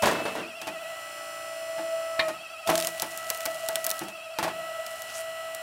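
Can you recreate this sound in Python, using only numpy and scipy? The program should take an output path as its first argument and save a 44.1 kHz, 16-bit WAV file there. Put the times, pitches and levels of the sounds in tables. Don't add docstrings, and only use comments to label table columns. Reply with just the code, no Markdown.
import sys
import numpy as np
from scipy import signal
from scipy.fft import rfft, irfft
from scipy.io import wavfile
from scipy.ndimage import uniform_filter1d

SR = 44100
rng = np.random.default_rng(int(sys.argv[2]) if len(sys.argv) > 2 else 0)


def to_wav(s):
    ch = np.atleast_2d(s).T
    pcm = np.round(np.clip(ch, -1, 1) * 32767)
    wavfile.write(sys.argv[1], SR, pcm.astype(np.int16))


N = 247842
TIME = np.arange(N) / SR
TEETH = 11

# t/s, speed/(turns per s)
SHAFT = [(0, 59.6), (2.18, 59.58), (2.31, 57.3), (2.4, 59.2), (3.5, 59.5), (4.1, 59), (4.9, 59.4),
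         (5.62, 59.33)]
# start/s, load returns/s, first crest/s, swings/(1/s), depth/Hz, calm at/s
SLACKS = [(.345, .62, .407, 12.25, 2.9, 1.08), (2.28, 2.62, 2.355, 12.1, 1.7, 2.9),
          (3.98, 4.33, 4.075, 11.85, 1.5, 4.85)]
# f/Hz, level/dB
BODY = [(40, -50), (150, -14), (400, -6.5), (600, 5), (950, -1), (1400, 1), (2200, -4), (3500, -10),
        (6000, -18), (15000, -54)]


def amp(db):
    return 10 ** (np.asarray(db) / 20)


def unit(x):
    return x / np.sqrt(np.mean(x ** 2) + 1e-20)


def curves(rows):
    s, *columns = np.transpose(rows)
    return [np.interp(TIME, s, c) for c in columns]


def read(points, hz):
    f, db = np.transpose(points)
    return np.interp(np.log(hz + 1), np.log(f), db)


def colour(x, points):
    gain = amp(read(points, np.fft.rfftfreq(len(x), 1 / SR)))
    return unit(irfft(rfft(x) * gain, len(x)))


def drift(hz):
    f = np.fft.rfftfreq(N, 1 / SR)[:N // 64]
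    spectrum = rfft(rng.standard_normal(N // 32))[:len(f)]
    slow = irfft(spectrum / (1 + (f / hz) ** 4))
    return unit(np.interp(TIME, np.linspace(0, TIME[-1], len(slow)), slow))


def decay(t, t60):
    return np.exp(-np.log(1000) * t / t60)


def gate(start, end, rise_s, fall_s):
    rise = np.clip((TIME - start) / rise_s, 0, 1)
    return rise * np.clip(1 - (TIME - end) / fall_s, 0, 1)


def add(mix, s, sound):
    part = mix[max(round(s * SR), 0):][:len(sound)]
    part += sound[:len(part)]


def fluttering(cycles, share):
    wander = (drift(38.5) + 1j * drift(43)) / np.sqrt(2)
    flutter = np.sqrt(1 - share ** 2) + share * wander
    return (flutter * np.exp(2j * np.pi * (cycles + rng.random()))).real


def yard(x, echo_db=-17, t60=0.71):
    t = np.arange(2 ** 15) / SR
    noise = colour(rng.standard_normal(len(t)), [(100, -2.0), (2500, -7.5), (15000, 0.5)])
    tail = noise * decay(t, t60) * (t > .006)
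    return x + amp(echo_db) * signal.oaconvolve(x, tail / np.linalg.norm(tail))[:N]


def load(unload_s=0.109, reload_s=0.28, push_rise_s=0.29, push_fall_s=0.24):
    # start/s, end/s
    push_span = (0.86, 2.13)
    slack = sum(gate(start, end, unload_s, reload_s) for start, end, *_ in SLACKS)
    return 1 - np.clip(slack, 0, 1), gate(*push_span, push_rise_s, push_fall_s)


def states(pressure, pushing):
    return np.array([pressure * pushing, pressure * (1 - pushing), 1 - pressure])


def unrest(rise_s=0.0305, fade_s=.35):
    return [gate(start, calm - fade_s, rise_s, fade_s) for start, *_, calm in SLACKS]


def swing():
    total_hz = np.zeros(N)
    for size, (_, _, crest, per_s, depth_hz, _) in zip(unrest(), SLACKS):
        total_hz += depth_hz * size * np.cos(2 * np.pi * per_s * (TIME - crest))
    return total_hz


def squealing(end_s=0.325, fall_s=0.056):
    return np.clip(1 - (TIME - end_s) / fall_s, 0, 1)


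def one_turn(orders, db, phases, turns, size=8192):
    lines = np.zeros(size // 2 + 1, complex)
    lines[orders] = amp(db) * np.exp(1j * phases) * size / 2
    return np.interp(turns % 1 * size, np.arange(size), irfft(lines))


def casing(x):
    # f/Hz, width/Hz, lift/dB
    resonances = [(4100, 240, 5), (4730, 89, 0.5), (5250, 180, 9), (5790, 110, 8), (7270, 330, 6.5),
                  (7880, 270, 6), (8600, 210, 8), (9360, 200, 8.5), (10410, 310, 9), (11400, 250, 0.5),
                  (13600, 240, 8), (14750, 260, 10)]
    f = np.fft.rfftfreq(N, 1 / SR)
    lift_db = sum(db / (1 + (2 * (f - hz) / width) ** 2) for hz, width, db in resonances)
    return irfft(rfft(x) * amp(lift_db), N)


def oil_rush(turns, pressure, loaded_db=-49, slack_drop_db=4, spurt=0.22):
    # f/Hz, level/dB
    rush_spectrum = [(30, -32), (60, -22), (120, -18.5), (330, -32), (480, -31), (650, -8.5), (950, -17.5),
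                     (1400, -11), (2250, -28.5), (2700, -14), (3600, -22), (6000, -31), (16000, -71)]
    spurts = 1 + spurt * np.cos(2 * np.pi * turns)
    rush = colour(rng.standard_normal(N) * spurts, rush_spectrum)
    return rush * amp(loaded_db - slack_drop_db * (1 - pressure))


def buzz(turns, pressure, pushing, loaded_db=-2.5, slack_drop_db=5, pushing_db=1, firm=0.26, loose=0.75):
    # f/Hz, level/dB
    weak_spectrum = [(60, -81), (330, -68), (700, -68), (1500, -63), (2300, -63.5), (2900, -59),
                     (3600, -86), (4200, -65.5), (4850, -85), (5400, -74.5), (6300, -72), (8000, -70),
                     (10500, -73.5), (12500, -73.5), (15500, -79.5)]
    strong_orders = [10, 12, 13, 19, 21, 23, 30, 43, 45, 46, 47, 50, 55, 66, 71, 77, 87, 88, 89, 99, 121,
                     143, 154, 177, 232]
    # pushing/dB, coasting/dB, slack/dB
    strong_levels = [(-46, -59, -63), (-72, -52.5, -59), (-53, -54.5, -58.5), (-57, -68, -71),
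                     (-69, -76, -82), (-65, -55, -69), (-59, -61, -74), (-49, -52, -49.5), (-73, -80, -46),
                     (-71, -58, -75), (-60, -58, -88), (-68, -55.5, -61), (-57.5, -56.5, -52),
                     (-72, -60.5, -64), (-65, -61, -75), (-59, -66, -57), (-64, -63, -71), (-53, -85, -62),
                     (-63.5, -61.5, -63), (-58, -69.5, -63), (-57, -63.5, -68), (-62, -81, -73),
                     (-60, -76, -83), (-68, -74, -67), (-74, -62, -78)]
    orders, scatter_db, hiss_db = np.arange(1, 266), 3, -5
    level_db = read(weak_spectrum, orders * SHAFT[0][1])
    level_db = level_db + scatter_db * rng.standard_normal(len(orders))
    weak = one_turn(orders, level_db, rng.uniform(0, 2 * np.pi, len(orders)), turns)
    weak += amp(hiss_db) * np.std(weak) * colour(rng.standard_normal(N), weak_spectrum)
    weak_gain = amp(loaded_db - slack_drop_db * (1 - pressure) + pushing_db * pushing)
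    shares = states(pressure, pushing)
    unsteady = loose + (firm - loose) * pressure
    strong = np.zeros(N)
    for order, db in zip(strong_orders, strong_levels):
        strong += amp(db) @ shares * fluttering(order * turns, unsteady)
    return strong + casing(weak) * weak_gain


def sing(turns, base_db=-61.5, slack_db=-56, first_db=6, squeal_db=-41.5, flutter=.9, lope=0.49):
    cycles = 4 * TEETH * turns
    spells = unrest()
    squeal = amp(squeal_db) * squealing() * np.cos(2 * np.pi * cycles)
    level = amp(base_db) + amp(slack_db + first_db * spells[0]) * sum(spells)
    loping = 1 + lope * np.cos(2 * np.pi * turns)
    return np.sqrt(2) * (squeal + level * loping * fluttering(cycles, flutter))


def teeth(turns, even_turns, wobble, pressure, pushing, shimmer_db=1.52, loose=0.8, low_swing=0.5):
    # t/s, rms level/dB
    first_levels = [(0.0, -40), (0.03, -36.5), (0.51, -45.5), (0.89, -39), (1.05, -50), (1.94, -30.5),
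                    (2.16, -37.5), (2.21, -30.5), (2.28, -28.5), (2.38, -47.5), (2.61, -49.5),
                    (2.72, -26.5), (3.02, -44.5), (3.43, -39), (3.47, -35.5), (3.91, -36), (4.02, -45.5),
                    (4.29, -43.5), (4.7, -34), (5.1, -47), (5.21, -37.5), (5.62, -40.5)]
    # t/s, rms level/dB
    second_levels = [(0.5, -55), (0.61, -50.5), (1.48, -43), (1.58, -51.5), (2.24, -39.5), (2.45, -52.5),
                     (2.72, -42), (2.98, -53.5), (3.02, -39.5), (3.07, -57), (3.2, -42), (3.82, -48.5),
                     (3.95, -40), (4.12, -55), (4.66, -42.5), (5.09, -50), (5.49, -43.5), (5.62, -59)]
    # pushing/dB, coasting/dB, slack/dB
    third_levels = (-48.5, -45.5, -57.5)
    throbs = [0.16, 0.9, -1]
    rest_s, stop_s, third_squeal_db = 5.12, .1, -11
    flutter_moving, flutter_steady = 0.55, 0.033
    held = np.maximum(pushing, np.clip((TIME - rest_s) / stop_s, 0, 1))
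    unsteady = flutter_moving + (flutter_steady - flutter_moving) * held
    rattling = loose * (1 - pressure)
    mesh = TEETH * (even_turns + low_swing * (turns - even_turns))
    third_db = np.dot(third_levels, states(pressure, pushing)) + third_squeal_db * squealing()
    levels = curves(first_levels) + curves(second_levels) + [third_db]
    out = np.zeros(N)
    for k, (db, throb) in enumerate(zip(levels, throbs), 1):
        tone = fluttering(k * mesh, unsteady if k == 1 else rattling)
        out += amp(db + throb * wobble + shimmer_db * drift(27)) * tone
    return np.sqrt(2) * out


def pump(jitter_hz=0.032, slack_jitter_hz=.25, half_db=-62):
    pressure, pushing = load()
    wobble = swing()
    jitter = (jitter_hz + slack_jitter_hz * (1 - pressure)) * drift(34.8)
    turns = np.cumsum(curves(SHAFT)[0] + wobble + jitter) / SR
    even_turns = turns - np.cumsum(wobble) / SR
    undertone = amp(half_db) * pushing * np.cos(np.pi * TEETH * turns)
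    whine = teeth(turns, even_turns, wobble, pressure, pushing) + sing(turns)
    return whine + buzz(turns, pressure, pushing) + undertone + oil_rush(turns, pressure)


def ping():
    # t/s, f/Hz, level/dB, t60/s
    s, hz, db, t60 = (.239, 9480, -46, .3)
    out, t = np.zeros(N), np.arange(SR // 2) / SR
    add(out, s, amp(db) * decay(t, t60) * np.sin(2 * np.pi * hz * t))
    return out


def knocks(blows, t60, body_db, thud_db, clack_db, thud_length=1.05, clack_length=0.49, grain_db=-3.0):
    # f/Hz, level/dB
    thud_spectrum = [(30, -72), (70, -19), (130, -7), (200, 3.5), (255, -5.5), (330, 11), (430, -8.5),
                     (700, -1), (2000, -42)]
    clack_spectrum = [(60, -40), (800, 3), (2500, 2.5), (4000, 1), (7000, -1), (10000, -3), (15500, -10)]
    out, t = np.zeros(N), np.arange(2 ** 15) / SR
    for s, db, low_db, high_db in blows:
        a, b, c, d = rng.standard_normal((4, len(t)))
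        chatter = amp(grain_db * unit(uniform_filter1d(d, size=90)))
        thud = colour(a, thud_spectrum) * decay(t, t60 * thud_length) * (1 - np.exp(-t / 0.017))
        body = colour(b, BODY) * decay(t, t60) * (1 - np.exp(-t / 0.0027))
        clack = colour(c, clack_spectrum) * decay(t, t60 * clack_length) * chatter
        blow = amp(thud_db + low_db) * thud + amp(body_db) * body + amp(clack_db + high_db) * clack
        add(out, s, amp(db) * blow)
    return out


def ring(blows, modes, gain_db, rough):
    out, t = np.zeros(N), np.arange(SR // 3) / SR
    for s, db, *_ in blows:
        for hz, level_db, t60 in modes:
            rub = 1 + rough * unit(uniform_filter1d(rng.standard_normal(len(t)), size=200))
            tone = decay(t, t60) * np.sin(2 * np.pi * hz * t)
            add(out, s, amp(gain_db + db + level_db) * rub * tone)
    return out


def woodpile(body_t60=0.35):
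    # t/s, level/dB, thud/dB, clack/dB
    bounces = [(.022, -14.5, -16.5, -12), (.032, -9, -14, -18.5), (.057, -16.5, -16, -8),
               (.072, -12, -22, -16), (.111, -19, -11, -12.5), (.15, -19.5, -13, -31), (.19, -23, -9, -29),
               (.253, -16.5, -16, -23.5), (.352, -23, -5.5, -17), (.377, -21, -14, -32)]
    # f/Hz, relative level/dB, t60/s
    billet_modes = [(238.2, -7.5, 0.51), (445, -3, 0.39), (579, 3.5, 0.17), (693, -23, 0.088),
                    (798, -17, 0.091), (946, 6, 0.082), (1005, -2, 0.17), (1040, -3, 0.087)]
    wood = knocks(bounces, body_t60, body_db=-12.5, thud_db=-3.5, clack_db=-2.5)
    return wood + ring(bounces, billet_modes, gain_db=-18.5, rough=0.89)


def steel(body_t60=0.18):
    # t/s, level/dB, thud/dB, clack/dB
    bed_knocks = [(.615, -28, -15, -10), (.67, -22.5, -9, -10.5), (1.78, -25, -8.5, -21),
                  (2.192, -19, -21, -23), (2.283, -23.5, -12, -10.5), (2.673, -23, -1, -4.5),
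                  (2.692, -8.5, -17.5, -22), (2.728, -38, -4, -3), (2.776, -32, -15, 2),
                  (3.022, -21.5, -14, -10.5), (3.456, -26, -14, -16), (3.689, -24.5, -23, -22),
                  (4.011, -26, 0, -17), (4.084, -33.5, -8, -6), (4.387, -18, -11, -12.5),
                  (4.428, -15.5, -20, -15), (4.44, -19.5, -14, -11.5), (4.478, -21, -17, -19)]
    # t/s, relative level/dB
    log_slips = [(2.1932, -26.5), (2.195, -25), (2.1967, -23.5), (2.2005, -26), (2.2043, -45)]
    # f/Hz, relative level/dB, t60/s
    frame_modes = [(1000, -3, 0.15), (1090, -8.5, 0.16), (1580, -20, .1), (1800, 1.5, 0.085),
                   (1870, 3, 0.16), (2100, 3, 0.1), (2397, 5, 0.13), (2880, -6, 0.1), (3183, -1, 0.092),
                   (3400, -9, 0.067), (3650, -2, 0.078), (3766, 2, 0.093), (4030, 2.5, 0.065),
                   (4300, -8, 0.09), (4310, 4, 0.079), (4800, -19, .05)]
    bed_modes = [(168.7, -14.5, 0.67), (277, -50, 0.073), (333, -7, 0.53), (431, -19, 0.12),
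                 (757, -0.5, 0.093), (824, -8, 0.031), (870, 6, 0.18), (938, -19, 0.17), (1089, -5, 0.28),
                 (1370, -19.5, 0.1), (1780, -33, 0.069), (1642, -4.5, 0.058)]
    wood = knocks(bed_knocks, body_t60, body_db=-11.0, thud_db=-1, clack_db=0.5)
    frame = ring(log_slips, frame_modes, gain_db=-9.5, rough=0.78)
    return wood + frame + ring(bed_knocks, bed_modes, gain_db=-17.5, rough=0.55)


def swish(half_width_hz=2100, grain_db=4):
    # t/s, level/dB, centre f/Hz
    swish_path = [(5.05, -78, 2950), (5.1, -44, 3790), (5.13, -50, 5580), (5.15, -41.5, 6560),
                  (5.175, -43, 8150), (5.21, -46, 9900), (5.26, -80, 10600)]
    db, hz = curves(swish_path)
    lowpass = signal.butter(2, half_width_hz, fs=SR, output="sos")
    band = signal.sosfilt(lowpass, rng.standard_normal(N) + 1j * rng.standard_normal(N))
    shifted = (band * np.exp(2j * np.pi * np.cumsum(hz) / SR)).real
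    return amp(db) * unit(shifted * amp(grain_db * drift(300)))


def crackle(per_s=2200, spread_db=5, rise_s=0.026, fall_s=.06):
    # start/s, end/s, level/dB
    splinter_spells = [(2.654, 2.85, -37.5), (2.854, 4.024, -46.5), (4.85, 5.13, -49.5), (5.14, 5.193, -43)]
    # f/Hz, level/dB
    splinter_spectrum = [(500, -11), (2000, -2), (4000, -5), (7000, -3), (10000, -2.5), (15500, -13)]
    size = amp(spread_db * np.minimum(rng.exponential(1, N), 4))
    size *= rng.random(N) < per_s / SR
    t = np.arange(2 ** 8) / SR
    bursts = signal.oaconvolve(size, decay(t, 0.0048))[:N] * rng.standard_normal(N)
    spells = sum(amp(db) * gate(start, end, rise_s, fall_s) for start, end, db in splinter_spells)
    return spells * colour(bursts, splinter_spectrum)


def tear(count=5, start_s=2.755, step_s=.0232, first_db=-12.5, step_db=-1, centre_hz=3900):
    return [(start_s + k * step_s, first_db + k * step_db, centre_hz) for k in range(count)]


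def cracks(crack_db=-5, octaves=1.63, crack_t60=0.011, log_db=-22, log_t60=0.083, after_db=-24, after_t60=0.086):
    # t/s, relative level/dB, centre f/Hz
    loud_fibres = [(2.7016, -14, 8500), (2.8712, -8.5, 11400), (2.9983, -17.5, 4200), (3.021, -11.5, 7900),
                   (3.1754, -19, 10100), (3.302, -8, 5700), (3.347, -21, 8350), (3.3738, -21.5, 11780),
                   (3.406, -20.5, 4400), (3.455, -12, 11300), (3.4601, -13, 5140), (3.687, -13, 7200),
                   (3.7567, -9, 5450), (3.8436, -13.5, 9910), (3.8483, -16, 12300), (3.8657, -8.5, 10900),
                   (3.8938, -18, 6030), (3.903, -11.5, 10700), (3.9134, -14, 5050), (3.9922, -19.5, 7220),
                   (4.865, -23, 6830), (5.0202, -24, 6470), (5.5484, -21.5, 8250)]
    out, t = np.zeros(N), np.arange(2 ** 12) / SR
    f = np.geomspace(100, 20000, num=24)
    for s, db, hz in loud_fibres + tear():
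        a, b = rng.standard_normal((2, len(t)))
        hump_db = -6 * (np.log2(f / hz) / octaves) ** 2
        bright = colour(a, np.transpose([f, hump_db]))
        tick = bright * (decay(t, crack_t60) + amp(after_db) * decay(t, after_t60))
        log = colour(b, BODY) * decay(t, log_t60) * (1 - np.exp(-t / 0.0032))
        add(out, s, amp(db) * (amp(crack_db) * tick + amp(log_db) * log))
    return out


def scene():
    wood = woodpile() + steel() + cracks() + crackle() + swish() + ping()
    return (pump() + yard(wood))[None]


def record(dry, low_cut_hz=60, edge_hz=15950, ceiling=.45):
    thin = signal.sosfilt(signal.butter(3, low_cut_hz, "high", fs=SR, output="sos"), dry)
    soft = ceiling * np.tanh(thin / ceiling)
    lowpass = signal.firwin(401, edge_hz, window=("kaiser", 9), fs=SR)
    return signal.oaconvolve(soft, lowpass[None], "same")


dry = scene()
out = record(dry)
to_wav(out)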